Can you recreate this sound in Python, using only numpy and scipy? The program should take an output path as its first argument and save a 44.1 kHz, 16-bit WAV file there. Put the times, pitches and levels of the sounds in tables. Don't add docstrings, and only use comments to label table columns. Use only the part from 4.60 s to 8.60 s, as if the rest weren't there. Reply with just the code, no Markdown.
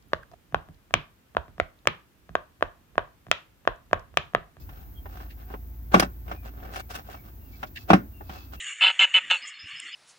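import sys
import numpy as np
from scipy import signal
from scipy.fft import rfft, irfft
from scipy.io import wavfile

SR = 44100
rng = np.random.default_rng(int(sys.argv[2]) if len(sys.argv) > 2 else 0)


def pcm_store(signal):
    levels = np.round(np.clip(np.atleast_2d(signal), -1, 1) * 32767)
    wavfile.write(sys.argv[1], SR, levels.astype(np.int16).T)


N = 176400
TIME = np.arange(N) / SR
BANDS_HZ = 62.5 * 2 ** (np.arange(17) / 2)
TILT_PIVOT_HZ = 1000

# frequency in Hz, left-right likeness from -1 (opposed) to 1 (mono).
STEREO_LIKENESS = [(60, 0.86), (200, 0.95), (380, 0.53), (540, -0.52), (740, 0.53), (930, -0.38),
                   (1200, -0.68), (1700, -0.19), (2500, -0.071), (15000, -0.026)]
# frequency in Hz, base level in dB per half octave.
RUMBLE_SPECTRUM = [(25, -82.5), (38, -62), (55, -55.5), (80, -48.5), (115, -57.5), (170, -62.5),
                   (290, -58.5), (450, -68), (800, -68), (1500, -70), (3000, -76.5), (7000, -75),
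                   (16000, -112)]
HISS_SPECTRUM = [(3000, -103), (8000, -80.5), (10000, -76.5), (12000, -68), (14000, -53.5), (15500, -53.5)]
GRIT_SPECTRUM = [(500, -30), (1200, -7), (1800, -20), (3000, -21), (4700, -12), (7000, -25), (14000, -73)]
SQUEAK_SPECTRUM = [(700, -44), (1300, -23), (1750, 3), (3000, -4.5), (4600, -4.5), (5500, -15),
                   (12000, -28)]
SCRAPE_SPECTRUM = [(150, -17), (400, -7.5), (720, -11.5), (1000, -9.5), (1500, -8.5), (2600, -14),
                   (5500, -19), (8000, -24), (12000, -28.5), (16000, -25)]
SNAP_SPECTRUM = [(200, -24), (420, -3), (900, -13), (1700, -7), (6300, -9.5), (7300, -15.5), (9500, -12),
                 (16000, -12.5)]
CRACK_SPECTRUM = [(90, -54), (200, -26), (400, -18), (750, -21), (1300, -15), (2200, -19.5), (3400, -23.5),
                  (4300, -31), (5800, -28.5), (7400, -39.5), (11000, -36), (16000, -42)]
CABIN_SPECTRUM = [(90, -40), (250, -25.5), (700, -36), (1500, -26), (3500, -44.5), (7000, -42),
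                  (15000, -90.5)]
# centre in Hz, width in Hz, boost in dB.
GRIT_RESONANCES = [(2600, 120, 18), (3350, 250, 7), (5860, 950, 0), (7450, 360, 10.5)]
SOLE_RESONANCES = [(1720, 260, 5), (2760, 190, 13)]
SCRAPE_RESONANCES = [(554, 35, 10), (730, 110, 11.5), (1224, 200, 8), (1538, 130, 6.5), (2720, 86, 5.5),
                     (3360, 110, 1.5), (5660, 250, 2.5)]
CAVITY_RESONANCES = [(242, 29, -1), (484, 43, -5.5), (730, 54, 4), (1060, 160, 5.5), (1469, 89, 5.5)]
# time in seconds, gain in dB.
RUMBLE_RIDE = [(0, 5.5), (1.2, 1), (2.05, 2), (2.35, -2), (3.55, 1.5), (3.8, 2)]
# time in seconds, pitch in Hz, level in dB.
HUM_PATH = [(0, 53.28, -43), (1.2, 55.6, -36.5), (2.0, 56.72, -38.5), (2.4, 56.93, -46.5), (3.2, 54.9, -51),
            (3.5, 60.73, -46.5), (3.95, 63, -41.5)]
# middle in seconds, half length in seconds, pitch in Hz, level in dB.
FAINT_TONES = [(0.381, 0.024, 3230, -55.5), (1.789, 0.046, 2440, -57), (2.226, 0.021, 2290, -60),
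               (2.592, 0.032, 2260, -58.5), (2.852, 0.037, 2770, -64), (2.945, 0.018, 2270, -54),
               (3.223, .025, 2650, -61.5), (3.577, 0.045, 2760, -60.5), (3.786, 0.041, 2660, -59),
               (3.986, 0.028, 2700, -55.5)]
# middle in seconds, half length in seconds, gain in dB,
# brightness in dB per octave.
GRIT_STROKES = [(.02, 0.031, -67, 7), (2.96, 0.071, -61, 4), (3.076, 0.012, -61, 6.5), (3.2, 0.042, -54, 4),
                (3.77, 0.1, -47.5, 1)]
SOLE_TWISTS = [(.713, 0.017, -68, 5.5), (3.163, 0.0054, -54.5, 5), (3.174, 0.011, -45.5, 1)]
TRIM_STROKES = [(.17, 0.071, -56.5, 1), (.58, 0.09, -51, 0.5), (.81, 0.037, -57.5, 0.5),
                (.92, 0.042, -52, 0), (1.338, .016, -32.5, 0), (1.378, 0.018, -31, 1),
                (1.43, 0.019, -29, 0.5), (1.72, 0.042, -44.5, -1), (1.868, 0.028, -46, 0.5),
                (2.06, 0.1, -48, -1.5), (2.16, 0.032, -40.5, 2), (2.197, .016, -42.5, 2.5),
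                (2.312, 0.012, -38, 3.5), (2.356, 0.018, -40.5, 3.5), (2.386, 0.024, -43.5, 1),
                (2.52, 0.057, -50, 2), (2.67, 0.036, -57.5, 1), (3.018, 0.03, -56, 2),
                (3.297, 0.012, -33.5, 0), (3.745, .035, -46, 1.5), (3.944, 0.018, -45, 2)]
# base frequency in Hz, relative level in dB, base 60 dB decay in seconds.
LATCH_TRIM_MODES = [(423, -29.5, 0.11), (576.6, -21.5, 0.16), (711, -9, 0.061), (760, -4.5, 0.045),
                    (948, -10, 0.038), (1164, -10, .03), (1297, -11.5, 0.067), (1572, -22, 0.093),
                    (2230, -25.5, 0.028), (3480, -25.5, 0.022)]
HOLLOW_BODY_MODES = [(169, -22, 0.12), (187.1, -12, 0.1), (296.4, -17.5, 0.068), (332, -20, 0.16)]
# frequency in Hz, base 60 dB decay in seconds.
CRACK_DECAY = [(150, 0.081), (700, 0.066), (3000, 0.055), (12000, 0.032)]
CABIN_DECAY = [(150, 0.32), (1000, 0.19), (10000, 0.15)]
# start in seconds, gain in dB, brightness in dB per octave,
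# relative body boom in dB, pitch ratio of the trim.
HAND_HITS = [(.090, -41, 1.5, -2, 1.07), (.456, -34.5, -4, -22, 1.4), (.602, -41, -0.5, 1, 1.3),
             (.901, -37.5, -7.5, -22, 1.36), (.938, -28.5, -5, -9, 1.28), (1.678, -38, 1, 5, 0.89),
             (1.713, -26.5, 0, -5.5, 0.99), (2.048, -42, 1.5, -12, 1), (2.158, -29.5, 5, -12, 1.02),
             (2.304, -41, -7, -21, 1), (2.352, -43.5, 7.5, -19, 2), (2.487, -39, -8, -19, 0.95),
             (2.542, -35.5, -3, -25, 1.0), (3.029, -22.5, 0.5, -29, 1.07), (3.607, -36, -7.5, -24, 1.16),
             (3.694, -32.5, 1.5, 1, 1.06)]
LATCH_HITS = [(1.3412, -2, 1.5, -2, 0.9), (1.3448, -6.5, -2, -14, .88), (1.363, -17.5, -8, 6.5, 1),
              (1.3964, -13.5, 5.5, -4, 0.92), (1.4235, -13.5, 1.5, -3, 1), (3.3018, -0.5, -1.4, -1, 0.97),
              (3.3312, -2, 0, 3.5, 1.0)]


def from_db(db):
    return 10 ** (np.asarray(db) / 20)


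def at_hz(points, hz):
    frequencies, values = np.transpose(points)
    return np.interp(np.log(hz), np.log(frequencies), values)


def drift(rate_hz, size):
    place = np.arange(size) * rate_hz / SR
    return np.interp(place, np.arange(size), rng.standard_normal(size))


def add(out, start_s, sound):
    start = int(max(start_s, 0) * SR)
    out[:, start:start + sound.shape[1]] += sound[:, :N - start]


def swell(middle_s, half_s):
    start = max(middle_s - 3 * half_s, 0)
    return start, np.exp(-((start + TIME[:SR * 2 // 3] - middle_s) / half_s) ** 2)


def shaped_noise(spectrum, size, tilt_db=0, centre_hz=None, peaks=(), drive=1):
    hz = np.maximum(np.fft.rfftfreq(size, 1 / SR), 1)
    db = at_hz(spectrum, hz) + tilt_db * np.log2(hz / TILT_PIVOT_HZ)
    for peak_hz, width_hz, boost_db in peaks:
        db += boost_db / (1 + (2 * (hz - peak_hz) / width_hz) ** 2)
    gain = from_db(db) * np.sqrt(SR / (hz * np.log(2))) * (hz > 20)
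    if centre_hz:
        gain *= np.sqrt(np.maximum(1 - 2 * abs(np.log2(hz / centre_hz)), 0))
    alike = at_hz(STEREO_LIKENESS, hz)
    mid, side = rfft(drive * rng.standard_normal((2, size)))
    stereo = np.sqrt((1 + alike) / 2) * mid + np.sqrt((1 - alike) / 2) * side * [[1], [-1]]
    return irfft(gain * stereo, size)


def air_bed():
    air = shaped_noise(RUMBLE_SPECTRUM, N)
    low = signal.sosfiltfilt(signal.butter(2, 110, fs=SR, output="sos"), air)
    ride = from_db(np.interp(TIME, *np.transpose(RUMBLE_RIDE)))
    return air + low * (ride - 1) + shaped_noise(HISS_SPECTRUM, N)


def hum(waver_hz=0.69, flutter_db=0.05, octave_db=-18.5):
    times, pitches, levels = np.transpose(HUM_PATH)
    hz = np.interp(TIME, times, pitches) + waver_hz * drift(6.16, N)
    db = np.interp(TIME, times, levels) + flutter_db * drift(21, N)
    phase = 2 * np.pi * np.cumsum(hz) / SR
    return from_db(db) * (np.sin(phase) + from_db(octave_db) * np.sin(2 * phase))


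def faint_whistles(sag_hz_per_s=650, waver_hz=39, flutter_db=2):
    out = np.zeros((2, N))
    for middle_s, half_s, hz, db in FAINT_TONES:
        start, shape = swell(middle_s, half_s)
        size = len(shape)
        blur = waver_hz * np.array([drift(303, size) for _ in range(2)])
        pitch = hz - sag_hz_per_s * (start + TIME[:size] - middle_s) + blur
        level = from_db(db + flutter_db * drift(74.6, size))
        add(out, start, level * shape * np.sin(2 * np.pi * np.cumsum(pitch, axis=1) / SR))
    return out


def friction(strokes, spectrum, peaks, grain_db, tick_share):
    grains_per_s, ticks_per_s, tick_s = 520, 220, 0.0008
    decay = np.exp(-1 / (tick_s * SR))
    out = np.zeros((2, N))
    for middle_s, half_s, db, tilt_db in strokes:
        start, shape = swell(middle_s, half_s)
        size = len(shape)
        catches = rng.random(size) < ticks_per_s / SR
        impulses = catches * rng.uniform(0, 1.89, size) * SR / ticks_per_s
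        ticks = signal.lfilter([1 - decay], [1, -decay], impulses + 1e-18)
        roughness = from_db(grain_db * drift(grains_per_s, size))
        grains = roughness * np.sqrt(1 - tick_share + tick_share * ticks)
        rub = shaped_noise(spectrum, size, tilt_db, peaks=peaks, drive=grains)
        add(out, start, from_db(db) * shape * rub)
    return out


def shoe():
    grit = friction(GRIT_STROKES, GRIT_SPECTRUM, GRIT_RESONANCES, grain_db=1.5, tick_share=0.31)
    squeaks = friction(SOLE_TWISTS, SQUEAK_SPECTRUM, SOLE_RESONANCES, grain_db=2, tick_share=0)
    return grit + squeaks


def trim_scrapes():
    return friction(TRIM_STROKES, SCRAPE_SPECTRUM, SCRAPE_RESONANCES, grain_db=1, tick_share=0.62)


def doorway(sound, echo_db, count=5):
    treble = signal.sosfilt(signal.butter(2, 1800, "high", fs=SR, output="sos"), sound)
    out = sound.copy()
    for lag_s, sign in zip(rng.uniform(.001, .006, count), rng.choice([-1, 1], count)):
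        add(out, lag_s, sign * from_db(echo_db) * treble)
    return out


def brighten(tilt_db, hz):
    return from_db(tilt_db * np.log2(np.maximum(hz, 500) / TILT_PIVOT_HZ))


def ring(modes, t, rise_s, tilt_db, scatter_db):
    out = 0
    for k, (hz, db, t60) in enumerate(modes):
        stereo_phase = np.arccos(at_hz(STEREO_LIKENESS, hz)) / 2 * np.array([[1], [-1]])
        gain = from_db(db + scatter_db * rng.standard_normal() - 60 * t / t60) * brighten(tilt_db, hz)
        polarity = (-1) ** (k // 2)
        out = out + polarity * gain * np.sin(2 * np.pi * hz * t + stereo_phase)
    return out * (1 - np.exp(-t / rise_s))


def impacts(hits, mode_db, crack_db, cabin_db, ring_scale, rise_s):
    body_direct_db, body_lag_s = -3.5, 0.01023
    out, t = np.zeros((2, N)), TIME[:SR // 2]
    attack = 1 - np.exp(-t / rise_s)
    for start, db, tilt_db, boom_db, pitch in hits:
        trim = [(hz * pitch, level_db, t60 * ring_scale) for hz, level_db, t60 in LATCH_TRIM_MODES]
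        add(out, start, from_db(db + mode_db) * ring(trim, t, rise_s, tilt_db, scatter_db=2.0))
        body = ring(HOLLOW_BODY_MODES, t, rise_s=0.00045, tilt_db=0, scatter_db=2.5)
        boom = from_db(db + boom_db) * body
        add(out, start, from_db(body_direct_db) * boom)
        add(out, start + body_lag_s, boom)
    for hz in BANDS_HZ:
        crack = from_db(crack_db - 60 * t / (ring_scale * at_hz(CRACK_DECAY, hz)))
        cabin_colour_db = at_hz(CABIN_SPECTRUM, hz) - at_hz(CRACK_SPECTRUM, hz)
        cabin = from_db(cabin_db + cabin_colour_db - 60 * t / at_hz(CABIN_DECAY, hz))
        power = np.zeros((1, N))
        for start, db, tilt_db, _, _ in hits:
            hardness = brighten(tilt_db, hz)
            tail_power = (hardness * crack) ** 2 + hardness * cabin ** 2
            add(power, start, ((from_db(db) * attack) ** 2 * tail_power)[None])
        out += np.sqrt(power) * shaped_noise(CRACK_SPECTRUM, N, centre_hz=hz, peaks=CAVITY_RESONANCES)
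    return out


def hand_knocks():
    return impacts(HAND_HITS, mode_db=4.5, crack_db=8.5, cabin_db=-5.5, ring_scale=0.92, rise_s=0.0029)


def catch_snap(start_s=1.397, gain_db=-9.5, rise_s=0.0012, t60_s=0.026):
    out, t = np.zeros((2, N)), TIME[:SR // 4]
    shape = (1 - np.exp(-t / rise_s)) * from_db(gain_db - 60 * t / t60_s)
    add(out, start_s, shape * shaped_noise(SNAP_SPECTRUM, len(t)))
    return out


def latch_clunks():
    return impacts(LATCH_HITS, mode_db=1, crack_db=1.5, cabin_db=0, ring_scale=1, rise_s=0.0019)


def scene():
    handling = latch_clunks() + catch_snap() + hand_knocks() + trim_scrapes()
    return doorway(handling, echo_db=-10.5) + shoe() + faint_whistles() + hum() + air_bed()


def record(dry, stopband_hz=16700):
    rounded = dry / (1 + dry ** 6) ** (1 / 6)
    return signal.sosfilt(signal.cheby2(20, 70, stopband_hz, fs=SR, output="sos"), rounded)


dry = scene()
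out = record(dry)
pcm_store(out)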